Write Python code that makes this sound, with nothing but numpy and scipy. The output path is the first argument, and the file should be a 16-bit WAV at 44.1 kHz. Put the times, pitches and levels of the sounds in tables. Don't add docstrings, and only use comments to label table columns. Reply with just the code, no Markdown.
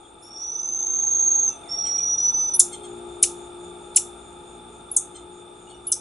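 import sys
import numpy as np
from scipy import signal
from scipy.fft import rfft, irfft
from scipy.io import wavfile
from scipy.ndimage import uniform_filter1d

SR = 44100
rng = np.random.default_rng(int(sys.argv[2]) if len(sys.argv) > 2 else 0)


def waveform_to_disk(signal):
    frames = np.transpose(np.atleast_2d(signal))
    scaled = np.clip(frames, -1, 1) * 32767
    samples = np.round(scaled).astype(np.int16)
    wavfile.write(sys.argv[1], SR, samples)


N = 264776
TIME = np.arange(N) / SR

# (time [s], pitch [Hz])
TRILLED_PITCH = [(0.22, 5460), (0.379, 5680), (0.45, 5913), (0.8, 6323), (1.03, 6444), (1.439, 6465),
                 (1.476, 6280), (1.507, 5940)]
PLAIN_PITCH = [(1.681, 5280), (1.709, 5510), (1.798, 5696), (1.908, 5693), (2.022, 5795), (2.172, 5830),
               (2.3, 5970), (2.391, 6036), (2.496, 5998), (2.561, 5950)]
# (attack [s], peak time [s], peak level [dB], initial swing [Hz], swing decay [s],
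#  initial roughness [Hz], throb [dB], diffuse gain [dB], left minus right [dB])
WHISTLES = [(0.21, 1.31, -18, 164, 0.95, 75, 2.8, 0, -2),
            (0.037, 2.255, -19.5, 26, 3, 6.6, 2.2, -1.5, -1.3)]
# (time [s], length [s], end pitch [Hz], level [dB], mouth resonance [Hz], its boost [dB], low end [dB])
CHIRPS = [(2.592, 0.016, 2740, -2, 8050, 3.5, -2), (3.2255, 0.016, 2094, -4, 9800, 1.5, 2),
          (3.959, 0.018, 2140, -5.5, 7470, 5.5, 2.5), (4.9625, 0.0096, 5480, -8.5, 8540, 11, -6),
          (5.9164, 0.016, 2640, -8.5, 8500, 1, -2.5)]
# (pitch [Hz], gain [dB])
CHIRP_COLOUR = [(2000, -8), (2600, -12), (3200, -29), (3700, -21), (4600, -24.5), (5900, -6), (7000, -2),
                (7900, -8), (10200, -0.5), (12000, -13)]
# (time [s], length [s], start pitch [Hz], end pitch [Hz], level [dB])
UPSLURS = [(0.219, 0.068, 10360, 11000, -51.5), (2.537, 0.036, 8800, 11370, -21),
           (4.914, 0.0091, 10220, 11350, -19), (5.868, 0.019, 9560, 11200, -22)]
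# (time [s], level [dB])
TICKS = [(3.947, -38), (3.948, -32), (4.948, -32.5), (5.87, -32.5)]
# (delay [s], gain [dB])
ECHOES = [(0.0017, -13.5), (0.0056, -14.5), (0.0088, -23.5)]
# (T60 [s], gain [dB])
DIFFUSE = [(0.054, -2.5), (0.21, -5.5), (0.5, -24)]
# (time [s], pitch [Hz], level [dB])
NASAL_NOTES = [(1.847, 1067, -49.5), (1.966, 1034, -57), (2.718, 1075, -47), (2.827, 1078, -55.5),
               (5.143, 1048, -54), (5.684, 1109, -62)]
# (multiple, gain [dB])
NASAL_HARMONICS = [(2, -6.5), (3, 3.5), (4, -3), (5, -12), (6, -1.5), (7, 2), (8, 8.5)]
# (time [s], length [s], start pitch [Hz], end pitch [Hz], level [dB])
WARBLE_NOTES = [(0.03, 0.03, 3400, 3250, -58), (1.32, 0.02, 2800, 2650, -56),
                (1.485, 0.091, 2730, 2640, -56.5), (1.62, 0.067, 2600, 1890, -59),
                (1.69, 0.079, 2080, 1970, -60), (1.85, 0.053, 2900, 1880, -53),
                (1.945, 0.035, 1850, 2520, -56), (1.985, 0.1, 2480, 2216, -57.5),
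                (5.67, 0.027, 2800, 2996, -56.5), (5.697, 0.018, 4330, 4400, -53),
                (5.715, 0.055, 3000, 2885, -54), (5.742, 0.03, 5820, 5660, -60),
                (5.882, 0.029, 3020, 2870, -51)]
# (multiple, level [dB])
MOTOR_LOW = [(1, -64), (2, -66.5), (3, -61), (4, -60.5), (5, -65.5)]
# (multiple, gain [dB])
MOTOR_UPPER = [(6, -1), (7, -9.5), (9, -30)]
# (peak time [s], height [dB], rise [s], decay [s])
MOTOR_SWELLS = [(1.3, 7, 0.6, 0.15), (3.0, 18.7, 0.79, 2.0), (5.3, 3.5, 0.43, 0.74)]
# (centre [Hz], width [Hz], level [dB], throb depth [0-1], throb rate [Hz])
INSECTS = [(3551, 115, -53, 0.12, 37), (6960, 280, -61.5, 0.8, 4.8), (7210, 140, -67, 0.7, 27),
           (8752, 310, -54.5, 0.08, 24)]
# (frequency [Hz], relative density [dB])
RUSH_SPECTRUM = [(25, -23), (60, -5), (100, -11), (200, -13), (330, -6), (450, -6), (570, -13.5),
                 (750, -9.5), (900, -4), (1030, -24.5), (1280, -8), (1500, -23), (1900, -32), (2600, -69.5)]
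HISS_SPECTRUM = [(1500, 1.5), (1900, -8), (2400, 5.5), (3100, -3.5), (4200, -8), (5500, -10.5),
                 (6500, -10.5), (8000, -13), (9500, -5), (11000, -5), (11800, -21)]
# (centre [Hz], width [Hz], level re rush [dB])
RUSH_BANDS = [(694.4, 18, -15), (848, 33, -5), (1214, 77, -10.5), (1363, 43, -15)]
# (frequency [Hz], correlation [0-1])
EAR_CORRELATION = [(40, 0.98), (130, 0.94), (350, 0.54), (600, 0.5), (1100, 0.2), (2500, 0.5), (8000, 0.84)]
# (frequency [Hz], left minus right [dB])
EAR_BALANCE = [(40, 0), (250, -0.5), (600, 3), (1200, 3), (3000, 0.5), (9000, -0.5)]


def whistle(contour, attack_s, peak_s, level_db, swing_hz, narrow_s, rough_hz, throb_db, wet_db, left_db):
    start_s, end_s = contour[0][0], contour[-1][0]
    settle_s, still_s, dip_s = 0.35, 2.02, 2.168
    attack_db, swell_db_per_s, sag_db_per_s = 21.5, 15.5, 18.5
    unsettled = np.exp(-since(start_s) / settle_s)
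    rate_hz = (24.5 + 22 * unsettled) * (1 + .12 * drift(25))
    pause = gate(still_s, dip_s, .03, .01)
    dip_db = -15.5 * np.exp(-((TIME - dip_s) / .012) ** 2)
    quiver = np.sin(phase_of(rate_hz)) * (1 + .22 * drift(20)) * (1 - pause)
    trill_hz = swing_hz * np.exp(-since(start_s) / narrow_s) * quiver
    jitter_hz = (8 + rough_hz * unsettled) * drift(300)
    pitch_hz = np.interp(TIME, *np.transpose(contour)) + trill_hz + jitter_hz
    tone = np.sin(phase_of(pitch_hz)) * from_db(-throb_db * quiver)
    heard = reflections(tone * gate(start_s, end_s, .008, .0062), wet_db)
    during = (TIME > start_s) & (TIME < end_s)
    power = uniform_filter1d(np.mean(heard[:, during] ** 2, axis=0), size=SR // 12)
    levelled = heard / np.sqrt(np.interp(TIME, TIME[during], power))
    effort_db = -attack_db * np.minimum(until(start_s + attack_s) / attack_s, 1)
    effort_db -= swell_db_per_s * until(peak_s) + sag_db_per_s * since(peak_s)
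    return pan(levelled * from_db(level_db + effort_db + dip_db), left_db)


def chirps(top_hz=12370, bend=1.25, mouth_width_hz=500, jitter_hz=200, rasp_db=-33, roughness=0.29):
    out = np.zeros(N)
    unsteady_hz = jitter_hz * drift(2500)
    noise = rms_one(butterworth(rng.standard_normal(N), [2600, 11000], "band"))
    for start_s, length_s, end_hz, level_db, mouth_hz, mouth_db, low_db in CHIRPS:
        end_s = start_s + length_s
        remaining = 1 - np.clip((TIME - start_s) / length_s, 0, 1)
        hz = end_hz + (top_hz - end_hz) * remaining ** bend
        colour_db = at_hz(CHIRP_COLOUR, hz) + low_db * np.clip((5500 - hz) / 1000, 0, 1)
        flare_db = mouth_db / (1 + ((hz - mouth_hz) / mouth_width_hz) ** 2)
        voice = np.sin(phase_of(hz + unsteady_hz)) * gate(start_s, end_s, .00095, .0021)
        rasp = from_db(rasp_db + low_db) * noise * gate(start_s - .004, end_s, .0046, .0051)
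        out += from_db(level_db) * (from_db(colour_db + flare_db) * voice + rasp)
    out *= 1 + roughness * drift(1500)
    return butterworth(butterworth(out, 1900, "high"), 1900, "high")


def ticks(t60_s=0.0089):
    bright = rms_one(butterworth(rng.standard_normal(N), 2800, "high"))
    return bright * sum(from_db(db - 60 * np.minimum(since(s) / t60_s, 2)) * (TIME > s)
                        for s, db in TICKS)


def glides(notes, fade_db=4):
    out = np.zeros(N)
    for start_s, length_s, start_hz, end_hz, level_db in notes:
        progress = np.clip((TIME - start_s) / length_s, 0, 1)
        hz = start_hz + (end_hz - start_hz) * progress ** .8
        envelope = from_db(level_db - fade_db * progress) * gate(start_s, start_s + length_s, .0025, .0045)
        out += envelope * np.sin(phase_of(hz))
    return out


def reflections(x, wet_db, spread=0.29, low_cut_hz=3800, onset_s=0.00394):
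    t = TIME[:SR // 2]
    mid, side = rng.standard_normal((2, len(t)))
    power = np.zeros(len(t))
    for t60_s, gain_db in DIFFUSE:
        decay = from_db(-60 * t / t60_s) * (t > onset_s)
        power += from_db(gain_db + wet_db) ** 2 * decay ** 2 / np.sum(decay ** 2)
    scatter = np.sqrt(power) * (mid + spread * side * np.array([[1], [-1]]))
    response = butterworth(scatter, low_cut_hz, "high")
    response[:, 0] += 1
    for delay_s, gain_db in ECHOES:
        response[:, round(delay_s * SR)] += from_db(gain_db)
    return signal.fftconvolve(x[None], response, axes=1)[:, :N]


def nasal_bird(note_s=0.0355, roughness=0.011, fall=0.0564, arch=0.04):
    out = np.zeros(N)
    waver = 1 + roughness * drift(400)
    for start_s, pitch_hz, level_db in NASAL_NOTES:
        on = (TIME > start_s) & (TIME < start_s + note_s)
        progress = (TIME[on] - start_s) / note_s
        swell = np.sin(np.pi * progress)
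        bend = 1 - fall * (progress - .5) + arch * (swell - 1)
        phase = phase_of(pitch_hz * waver[on] * bend)
        out[on] += swell * sum(from_db(level_db + db) * np.sin(k * phase) for k, db in NASAL_HARMONICS)
    return out


def motor(turn_hz=57.95, speedup_hz_per_s=0.22, wander=0.0039, rest_db=-56.5):
    phase = phase_of((turn_hz + speedup_hz_per_s * TIME) * (1 + wander * drift(9)))
    low_db = plateau_db(2.3, 4.2, rise_db_per_s=6.5, sink_db_per_s=3)
    upper_db = rest_db + sum(db * np.maximum(1 - until(s) / rise_s, 0) * np.exp(-since(s) / decay_s)
                             for s, db, rise_s, decay_s in MOTOR_SWELLS)
    tones = [(k, low_db + db + 3 * drift(6)) for k, db in MOTOR_LOW]
    tones += [(k, upper_db + db + 1.5 * drift(10)) for k, db in MOTOR_UPPER]
    return np.sqrt(2) * sum(from_db(db) * np.sin(k * phase + 2 * np.pi * rng.random()) for k, db in tones)


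def insects():
    out = 0
    for centre_hz, width_hz, level_db, depth, rate_hz in INSECTS:
        phase = phase_of(rate_hz * (1 + .23 * drift(5.4)))
        throb = 1 + depth * np.sin(phase) * (1 + .33 * drift(3.9))
        out += from_db(level_db) * throb * narrow_noise(centre_hz, width_hz)
    return out


def hollow_tone(centre_hz=678, width_hz=24, level_db=-53):
    return from_db(level_db) * narrow_noise(centre_hz, width_hz) * gate(1.47, 2.21, .14, .16)


def distant_rush(level_db=-46):
    rush = wide_noise(lambda hz: from_db(at_hz(RUSH_SPECTRUM, hz)))
    rush += sum(from_db(db) * narrow_noise(hz, width_hz) for hz, width_hz, db in RUSH_BANDS)
    return from_db(level_db) * rush


def hiss(level_db=-56):
    return from_db(level_db) * wide_noise(lambda hz: from_db(at_hz(HISS_SPECTRUM, hz)))


def wide_noise(gain_at):
    hz = np.arange(N // 2 + 1) * SR / N
    mid, side = rfft(rng.standard_normal((2, N))) * gain_at(hz)
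    correlation = at_hz(EAR_CORRELATION, hz)
    ears = np.array([[1], [-1]])
    spectrum = np.sqrt(1 + correlation) * mid + np.sqrt(1 - correlation) * side * ears
    return rms_one(irfft(spectrum * from_db(ears * at_hz(EAR_BALANCE, hz) / 2), N))


def narrow_noise(centre_hz, width_hz):
    return wide_noise(lambda hz: 1 / (1 + ((hz - centre_hz) / (.75 * width_hz)) ** 2))


def drift(rate_hz):
    knots = rng.standard_normal(int(rate_hz * N / SR) + 3)
    return rms_one(np.interp(TIME * rate_hz, np.arange(len(knots)), knots))


def gate(start_s, end_s, attack_s, release_s):
    opening = np.clip((TIME - start_s) / attack_s, 0, 1) * np.clip((end_s - TIME) / release_s, 0, 1)
    return np.sin(np.pi / 2 * opening) ** 2


def plateau_db(start_s, end_s, rise_db_per_s, sink_db_per_s):
    return -rise_db_per_s * until(start_s) - sink_db_per_s * since(end_s)


def since(time_s):
    return np.maximum(TIME - time_s, 0)


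def until(time_s):
    return np.maximum(time_s - TIME, 0)


def butterworth(x, edge_hz, kind):
    return signal.sosfilt(signal.butter(2, edge_hz, kind, fs=SR, output="sos"), x)


def at_hz(points, hz):
    knots_hz, values = np.transpose(points)
    return np.interp(np.log(np.maximum(hz, 1)), np.log(knots_hz), values)


def phase_of(hz):
    return 2 * np.pi * np.cumsum(hz) / SR


def pan(x, left_db):
    return x * from_db([[left_db / 2], [-left_db / 2]])


def from_db(db):
    return 10 ** (np.asarray(db) / 20)


def rms_one(x):
    return x / np.sqrt(np.mean(x ** 2) + 1e-20)


def scene():
    whistles = sum(whistle(contour, *row) for contour, row in zip((TRILLED_PITCH, PLAIN_PITCH), WHISTLES))
    short_calls = reflections(chirps() + ticks() + glides(UPSLURS), wet_db=-1.36)
    birds = reflections(nasal_bird() + glides(WARBLE_NOTES), wet_db=3, spread=0.36, low_cut_hz=1500)
    bed_db = plateau_db(1.42, 3.31, rise_db_per_s=4.5, sink_db_per_s=1.62)
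    bed = from_db(bed_db) * (distant_rush() + insects() + hiss())
    return whistles + short_calls + birds + bed + pan(motor(), left_db=3.5) + hollow_tone()


def record(dry, edge_hz=11130, trace_db=-31, ceiling=0.97, cutoff_hz=14000):
    edge, cut = (signal.firwin(301, hz, window=("kaiser", 8), fs=SR)[None] for hz in (edge_hz, cutoff_hz))
    dull = signal.fftconvolve(dry, edge, mode="same", axes=1) + from_db(trace_db) * dry
    return signal.fftconvolve(np.clip(dull, -ceiling, ceiling), cut, mode="same", axes=1)


dry = scene()
out = record(dry)
waveform_to_disk(out)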